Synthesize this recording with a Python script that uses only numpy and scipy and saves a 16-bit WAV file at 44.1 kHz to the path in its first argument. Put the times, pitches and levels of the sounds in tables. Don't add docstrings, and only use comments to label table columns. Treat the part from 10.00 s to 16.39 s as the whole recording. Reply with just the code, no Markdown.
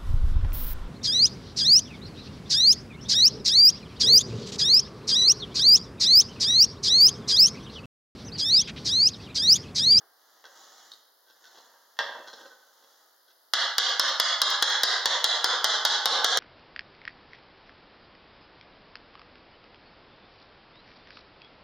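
import sys
import numpy as np
from scipy import signal
from scipy.fft import rfft, irfft
from scipy.io import wavfile
from scipy.ndimage import uniform_filter1d, minimum_filter1d

SR = 44100
rng = np.random.default_rng(int(sys.argv[2]) if len(sys.argv) > 2 else 0)


def materialize(psi):
    bounded = np.clip(np.atleast_2d(psi).T, -1, 1)
    quanta = np.round(bounded * 32767).astype(np.int16)
    wavfile.write(sys.argv[1], SR, quanta)


N = 281799

# [t/s, force/dB]
TAPS = [(3.5357, -5), (3.782, -2.5), (3.996, -4), (4.199, -2.5), (4.417, -1.5), (4.6243, -1.8), (4.834, -3),
        (5.057, -7), (5.2422, -5), (5.4433, -7), (5.6433, -6), (5.851, -7), (6.057, -5.5), (6.2445, -6.5),
        (6.3728, -11)]
# [t/s, level/dB, brightness/dB]
KNOCKS = [(.441, -26, -9), (1.442, -39.5, 2.5), (1.74, -33, -18), (1.969, -42, 4), (1.9898, -3, -2.5),
          (2.093, -10, -38), (2.151, -12, -27)]
# [t/s, level/dB]
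CLICKS = [(0.9173, -1), (0.9182, -4), (0.936, -5.5)]
# [t/s, length/s, level/dB, brightness/dB, squeak strength/0-1]
DRAGS = [(0.445, 0.027, -10.5, 11, 0.73), (1.265, 0.069, -18.5, 5.5, 0.15), (1.44, 0.042, -19, 17.5, 0.38),
         (1.542, 0.062, -6.5, -1.5, 0.06), (2.186, 0.022, 0.5, -32, 0.5), (2.262, 0.044, 1, 3, 0.97),
         (2.328, 0.022, -3.5, 3.5, .8), (2.368, 0.061, -0.5, -5, 0), (2.426, 0.049, -3, -8, 0.5),
         (2.51, 0.03, -5.5, -8, 0.6), (2.801, 0.058, -14.5, -3, 0.08), (3.272, 0.054, -18.5, 4.5, 0.08)]
# [t of fastest/s, length/s, level/dB, brightness/dB]
SLEEVES = [(.01, 0.13, -55.5, -37), (0.355, 0.39, -63, 0.5), (0.614, 0.28, -57, 4), (0.824, 0.6, -59, 5.5),
           (1.58, 0.45, -59.5, 2), (1.752, 1, -66, 0.5), (2.383, 0.77, -59.5, 2), (2.918, 0.99, -66.5, 4)]
# [t/s, level/dB]
CRACKLES = [(3.8929, -0.5), (4.0905, -2), (4.5025, 12), (4.7005, 5), (4.9105, -4)]
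# [f/Hz, tapped level/dB, knocked level/dB, dragged level/dB, free t60/s]
GLASS_MODES = [(555.4, -28, 0, -0.5, 0.3), (790, -7.5, -32, -29, 0.46), (884, 2, -46, -15, 0.19),
               (1090, -5.5, -51, -30, 0.31), (1191, -5, -3, -23, 0.44), (1520, 5, -45, -10, 0.21),
               (1619, -6.5, 11, -18, 0.18), (1663, 4.5, -21, -24, 0.24), (1810, -30, -17, -46, 0.077),
               (1858, -5, 9, -21, 0.13), (2033, 3, -23, -10, 0.38), (2700, -31, 22, 6, 0.12),
               (3287, 5, -32, -7, 0.23), (3377, 13.5, 16, -5, 0.07), (3357, 3.5, -38, -3, 0.13),
               (3340, 9, -41, -27, 0.031), (3670, 3, -27, -17, 0.37), (3950, 12.5, 0, -9, 0.09),
               (3820, 0, -34, -4, 0.063), (4144, -3.5, -50, -7, 0.43), (4295, 3, -34, -22, 0.23),
               (5060, -1, -10, -12, 0.28), (5389, -3.5, -46, -43, 0.37), (5450, -2, 7, -2, 0.094)]
# [f/Hz, level/dB, undamped t60/s]
CUTTER_MODES = [(3820, -4, 0.035), (4150, 2, 0.019), (4460, 0, 0.012), (4940, -14, 0.019), (6400, -15, .01),
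                (8500, -18, .07)]
# [f/Hz, density/dB per Hz]
TAP_TONE = [(40, -22), (110, -19), (200, -18.5), (320, -16), (500, -2), (850, 2), (1700, 2.5), (3300, 4.5),
            (4200, 3.5), (5300, -2.5), (6600, -6), (7600, -13), (10000, -23.5), (15000, -58)]
# [f/Hz, density/dB per Hz]
KNOCK_TONE = [(40, -47), (170, -39), (300, -16), (500, 11), (1100, 13.5), (1400, 8.5), (1680, 16.5),
              (2100, 15), (3300, 10.5), (5600, -2), (7400, -12), (10000, -34), (14500, -21)]
# [f/Hz, density/dB per Hz]
DRAG_TONE = [(40, -23), (170, 0.5), (500, 1), (900, 3.5), (1800, -2), (3500, 1), (6500, -9.5), (9000, -34),
             (15000, -64)]
# [f/Hz, density/dB per Hz]
CLOTH_TONE = [(40, -37), (170, -5), (400, -5.5), (800, 1.5), (1600, 0), (3500, -5.5), (5000, -7),
              (6800, -5.5), (9000, -21.5), (15000, -24)]
# [f/Hz, density/dB per Hz]
AIR_TONE = [(30, 10), (120, -10), (250, -3.5), (500, 5.5), (900, 6), (1600, 4.5), (3300, -1.5), (4800, 4),
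            (7000, -8.5), (8800, -10.5), (11000, -1), (15500, -1.5)]
# [f/Hz, t60/s]
ROOM_DECAY = [(150, 0.35), (500, 0.78), (1500, 0.71), (3500, 0.6), (6500, 0.53), (12000, 0.24)]
# [delay/s, left level/dB, right level/dB]
ECHOES = [(.0021, -27, -18.5), (.0063, -7, -11.5), (.0087, -12.5, -6), (0.0174, -5, -8)]
# [f/Hz, likeness/0-1]
LIKENESS = [(60, 0.9), (290, 0.99), (640, 0.97), (1410, 0.96), (3100, 0.88), (6800, 0.33), (15000, 0.34)]
# [f/Hz, left minus right/dB]
PORT_BALANCE = [(60, 3), (130, 0.5), (290, -0.5), (640, -1), (1410, -0.5), (3100, -2.5), (6820, 0.5),
                (15000, 2.5)]
# [f/Hz, width/Hz, depth/dB]
NOTCHES = [(2473, 277, 23.5), (8084, 286, 14.5)]

HZ = np.fft.rfftfreq(8192, 1 / SR)
RING_T_S = np.arange(SR // 2) / SR
EDGE_HZ = 16200
BUZZ_DB, BUZZ_HZ = -43, 58.8
LOWS_START_DB, LOWS_END_DB = -7, 4.5
BRIGHT_START_DB, BRIGHT_END_DB = -1.5, 5.5
TRAVEL_POWER = 1.4
REBOUND_S, REBOUND_SPREAD, REBOUND_DB = .0032, 0.41, -13.5
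CONTACT_HZ, CONTACT_SPREAD, CONTACT_T60_S = 4944, 0.045, .022
SQUEAK_HZ = 1530
SPEED_UP_SHARE = 0.68
RESTING_DB = -78
BOUNCE_S, BOUNCE_SHRINK, BOUNCE_DB = .014, .8, -9


def amp(db):
    return 10 ** (np.asarray(db) / 20)


def unit(x):
    return x / np.sqrt(np.mean(x ** 2) + 1e-20)


def read(points, hz=HZ):
    f, value = np.transpose(points)
    return np.interp(np.log(hz + 1), np.log(f), value)


def shelf(corner_hz):
    return HZ ** 4 / (HZ ** 4 + corner_hz ** 4)


def add(mix, start_s, sound):
    part = mix[round(start_s * SR):][:len(sound)]
    part += sound[:len(part)]


def causal(db):
    log_gain = np.log(amp(np.r_[db, db[-2:0:-1]]))
    spectrum = np.exp(np.conj(signal.hilbert(log_gain)))
    return np.fft.ifft(spectrum).real[:len(HZ)]


def colour(x, db):
    return signal.oaconvolve(x, causal(db))[:len(x)]


def ring(hz, db, t60_s):
    envelopes = amp(db[:, None] - 60 * RING_T_S / t60_s[:, None])
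    return (envelopes * np.sin(2 * np.pi * hz[:, None] * RING_T_S)).sum(0)


def burst(decay_s):
    fade = np.exp(-RING_T_S / decay_s)
    spectrum = rfft(rng.standard_normal(len(RING_T_S)) * fade)
    x = irfft(spectrum / abs(spectrum), len(RING_T_S)) * np.sqrt(fade)
    return x / np.linalg.norm(x)


def stroke_envelope(length_s):
    return np.sqrt(np.sin(np.pi * np.minimum(RING_T_S / length_s, 1)).clip(0))


def buzz():
    ticks = np.diff(np.floor(BUZZ_HZ * np.arange(N) / SR), prepend=0)
    return amp(BUZZ_DB) * colour(ticks, -20 * (1 - shelf(6000)))


def air(level_db=-63.0, likeness=0.31):
    shared, *own = rng.standard_normal((3, N))
    noise = np.sqrt(likeness) * shared + np.sqrt(1 - likeness) * np.array(own)
    return amp(level_db) * unit(np.array([colour(side, read(AIR_TONE)) for side in noise]))


def diffuse(count):
    hz, t_s, (mid, side) = signal.stft(rng.standard_normal((2, count)), SR, nperseg=256)
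    same = np.clip(read(LIKENESS, hz), 0, 1)[:, None]
    mid = mid * np.sqrt((1 + same) / 2)
    side = side * np.sqrt((1 - same) / 2)
    return hz, t_s, np.array([mid + side, mid - side])


def workshop(x, near, far_top_db=-5, tail_db=0.0, build_s=0.0036, near_share=0.44,
             bench_db=-6, bench_s=0.0043, drift_hz=0.3003):
    out = np.array([x + near, x + near])
    x = x + near_share * near
    dulled = colour(x, -10 * shelf(8700))
    for delay_s, *sides_db in ECHOES:
        delayed = np.pad(dulled, (round(delay_s * SR), 0))[:N]
        out += amp(sides_db)[:, None] * delayed
    for side in out:
        scatter = signal.oaconvolve(x, burst(bench_s))[:N]
        side += amp(bench_db) * colour(scatter, -14 * (1 - shelf(2730)))
    far = colour(x, far_top_db * shelf(10400))
    turn = 2 * np.pi * drift_hz * np.arange(N) / SR
    weights = (np.cos(turn), np.sin(turn) * np.cos(turn / 2), np.sin(turn) * np.sin(turn / 2))
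    for weight in weights:
        hz, t_s, z = diffuse(SR)
        z = z * amp(-60 * t_s / read(ROOM_DECAY, hz)[:, None])
        tail = signal.istft(z, SR, nperseg=256)[1][:, :SR]
        tail *= 1 - np.exp(-(np.arange(SR) / SR / build_s) ** 2)
        tail /= np.linalg.norm(tail[0])
        out += amp(tail_db) * signal.fftconvolve((far * weight)[None], tail, axes=1)[:, :N]
    return out


def ports(x):
    half_db = read(PORT_BALANCE) / 2
    return np.array([colour(x[0], half_db), colour(x[1], -half_db)])


def sleeves(level_db=-3, grain_db=2.5):
    t_s = np.arange(N) / SR
    low_power = high_power = amp(RESTING_DB) ** 2
    for peak_s, length_s, db, bright_db in SLEEVES:
        reach_s = length_s * np.where(t_s < peak_s, SPEED_UP_SHARE, 1 - SPEED_UP_SHARE)
        rub = amp(db) * np.exp(-2 * ((t_s - peak_s) / reach_s) ** 2)
        low_power = low_power + rub ** 2
        high_power = high_power + (amp(bright_db) * rub) ** 2
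    catches = amp(grain_db * unit(uniform_filter1d(rng.standard_normal(N), size=150)))
    cloth = unit(colour(rng.standard_normal(N) * catches, read(CLOTH_TONE)))
    low = signal.sosfiltfilt(signal.butter(2, 2500, fs=SR, output="sos"), cloth)
    high = cloth - low
    return amp(level_db) * (np.sqrt(low_power) * low + np.sqrt(high_power) * high)


def crackles(level_db=-13, length_s=0.00056, low_hz=9000):
    out = np.zeros(N)
    for start_s, db in CRACKLES:
        add(out, start_s, amp(db) * burst(length_s))
    return amp(level_db) * colour(out, -30 * (1 - shelf(low_hz)))


def cutter(level_db=-39, rattle_s=0.0024, damping=0.86):
    out = np.zeros(N)
    hz, mode_db, t60_s = np.transpose(CUTTER_MODES)
    for start_s, db in CLICKS:
        click = signal.fftconvolve(burst(rattle_s), ring(hz, mode_db, t60_s * damping))
        add(out, start_s, amp(db) * click)
    return amp(level_db) * out


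def drags(level_db=-44, modes_db=-37, slips_per_s=700, damping=0.57):
    out = np.zeros(N)
    hz, _, _, dragged_db, t60_s = np.transpose(GLASS_MODES)
    body = causal(read(DRAG_TONE))
    body = np.pad(body, (0, len(RING_T_S) - len(body)))
    body += amp(modes_db) * ring(hz, dragged_db, t60_s * damping)
    for start_s, length_s, db, bright_db, _ in DRAGS:
        sizes = rng.standard_normal(len(RING_T_S))
        slips = unit(sizes * (rng.random(len(RING_T_S)) < slips_per_s / SR))
        stroke = slips * stroke_envelope(length_s)
        add(out, start_s, amp(db) * colour(stroke, bright_db * shelf(2800)))
    return amp(level_db) * signal.oaconvolve(out, body)[:N]


def squeaks(level_db=-45, waver=0.025):
    out = np.zeros(N)
    for start_s, length_s, _, _, strength in DRAGS:
        wobble = unit(uniform_filter1d(rng.standard_normal(len(RING_T_S)), size=120))
        phase = 2 * np.pi * np.cumsum(SQUEAK_HZ * (1 + waver * wobble)) / SR
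        add(out, start_s, strength * stroke_envelope(length_s) * np.sin(phase))
    return amp(level_db) * out


def knocks(level_db=-2.5, modes_db=-41, scatter_s=0.0028, count=3):
    out = np.zeros(N)
    hz, _, knocked_db, _, t60_s = np.transpose(GLASS_MODES)
    modes = amp(modes_db) * ring(hz, knocked_db, t60_s)
    for hit_s, db, bright_db in KNOCKS:
        for k in range(count):
            clink = colour(burst(scatter_s), read(KNOCK_TONE))
            if k == 0:
                clink = clink + modes
            add(out, hit_s, amp(db + k * BOUNCE_DB) * colour(clink, bright_db * shelf(1500)))
            hit_s = hit_s + BOUNCE_S * BOUNCE_SHRINK ** k
    return amp(level_db) * out


def contacts(level_db=-4):
    out = np.zeros(N)
    for (start_s, force_db), chance in zip(TAPS, rng.standard_normal(len(TAPS))):
        hz = CONTACT_HZ * (1 + CONTACT_SPREAD * chance)
        decay = amp(force_db - 60 * RING_T_S / CONTACT_T60_S)
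        add(out, start_s, decay * np.sin(2 * np.pi * hz * RING_T_S))
    return amp(level_db) * out


def taps(level_db=22.5, modes_db=-52, grip=0.0032, snap=0.52, scatter_s=0.0059,
         scatter_spread=0.37, spot_db=2):
    out = np.zeros(N)
    hz, tapped_db, _, _, t60_s = np.transpose(GLASS_MODES)
    travel = np.linspace(0, 1, len(TAPS)) ** TRAVEL_POWER
    for (start_s, force_db), along in zip(TAPS, travel):
        low_db = LOWS_START_DB + (LOWS_END_DB - LOWS_START_DB) * along
        bright_db = BRIGHT_START_DB + (BRIGHT_END_DB - BRIGHT_START_DB) * along
        crack = burst(scatter_s * np.exp(scatter_spread * rng.standard_normal()))
        crack[0] += snap
        rebound_s = REBOUND_S * np.exp(REBOUND_SPREAD * rng.standard_normal())
        crack[round(rebound_s * SR)] += amp(REBOUND_DB)
        tap = colour(crack, read(TAP_TONE))
        held_hz = hz * (1 + grip * rng.standard_normal(len(hz)))
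        struck_db = tapped_db + spot_db * rng.standard_normal(len(hz))
        tap += amp(modes_db) * ring(held_hz, struck_db, t60_s)
        tilt_db = low_db * (1 - shelf(1200)) + bright_db * shelf(3900)
        add(out, start_s, amp(force_db) * colour(tap, tilt_db))
    return amp(level_db) * out


def scene(clink_direct=1.0, thin_db=-18, thin_hz=750):
    clinks = knocks()
    sharp = colour(clinks, thin_db * (1 - shelf(thin_hz)))
    near = contacts() + cutter() + drags() + squeaks() + clink_direct * sharp
    bench = workshop(taps() + clinks + sleeves(), near)
    return ports(bench) + crackles() + air() + buzz()


def smooth(v, time_s):
    pole = np.exp(-1 / (time_s * SR))
    return signal.lfilter([1 - pole], [1, -pole], v)


def limiter(x, threshold_db=-22, sense_s=0.0061, hold_s=0.0028, recover_db_per_s=180, attack_s=0.004):
    power_db = 10 * np.log10(smooth((x ** 2).mean(0), sense_s) + 1e-12)
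    over_db = np.maximum(power_db - threshold_db, 0)
    half = round(hold_s * SR / 2)
    held_db = -minimum_filter1d(-over_db, 2 * half + 1, origin=half)
    fall_db = np.arange(N) * recover_db_per_s / SR
    cut_db = np.maximum.accumulate(held_db + fall_db) - fall_db
    return x * amp(-smooth(cut_db, attack_s))


def record(dry, ceiling_db=-11.0, knee=7, low_cut_hz=190, low_cut_db=22):
    x = limiter(dry)
    x = x / (1 + abs(x / amp(ceiling_db)) ** knee) ** (1 / knee)
    response_db = -low_cut_db * (1 - shelf(low_cut_hz))
    for hz, width_hz, depth_db in NOTCHES:
        response_db -= depth_db * np.exp(-((HZ - hz) / width_hz) ** 2 / 2)
    x = np.array([colour(side, response_db) for side in x])
    band_limit = signal.firwin(301, EDGE_HZ, window=("kaiser", 9), fs=SR)
    return signal.oaconvolve(x, band_limit[None], "same")


dry = scene()
out = record(dry)
materialize(out)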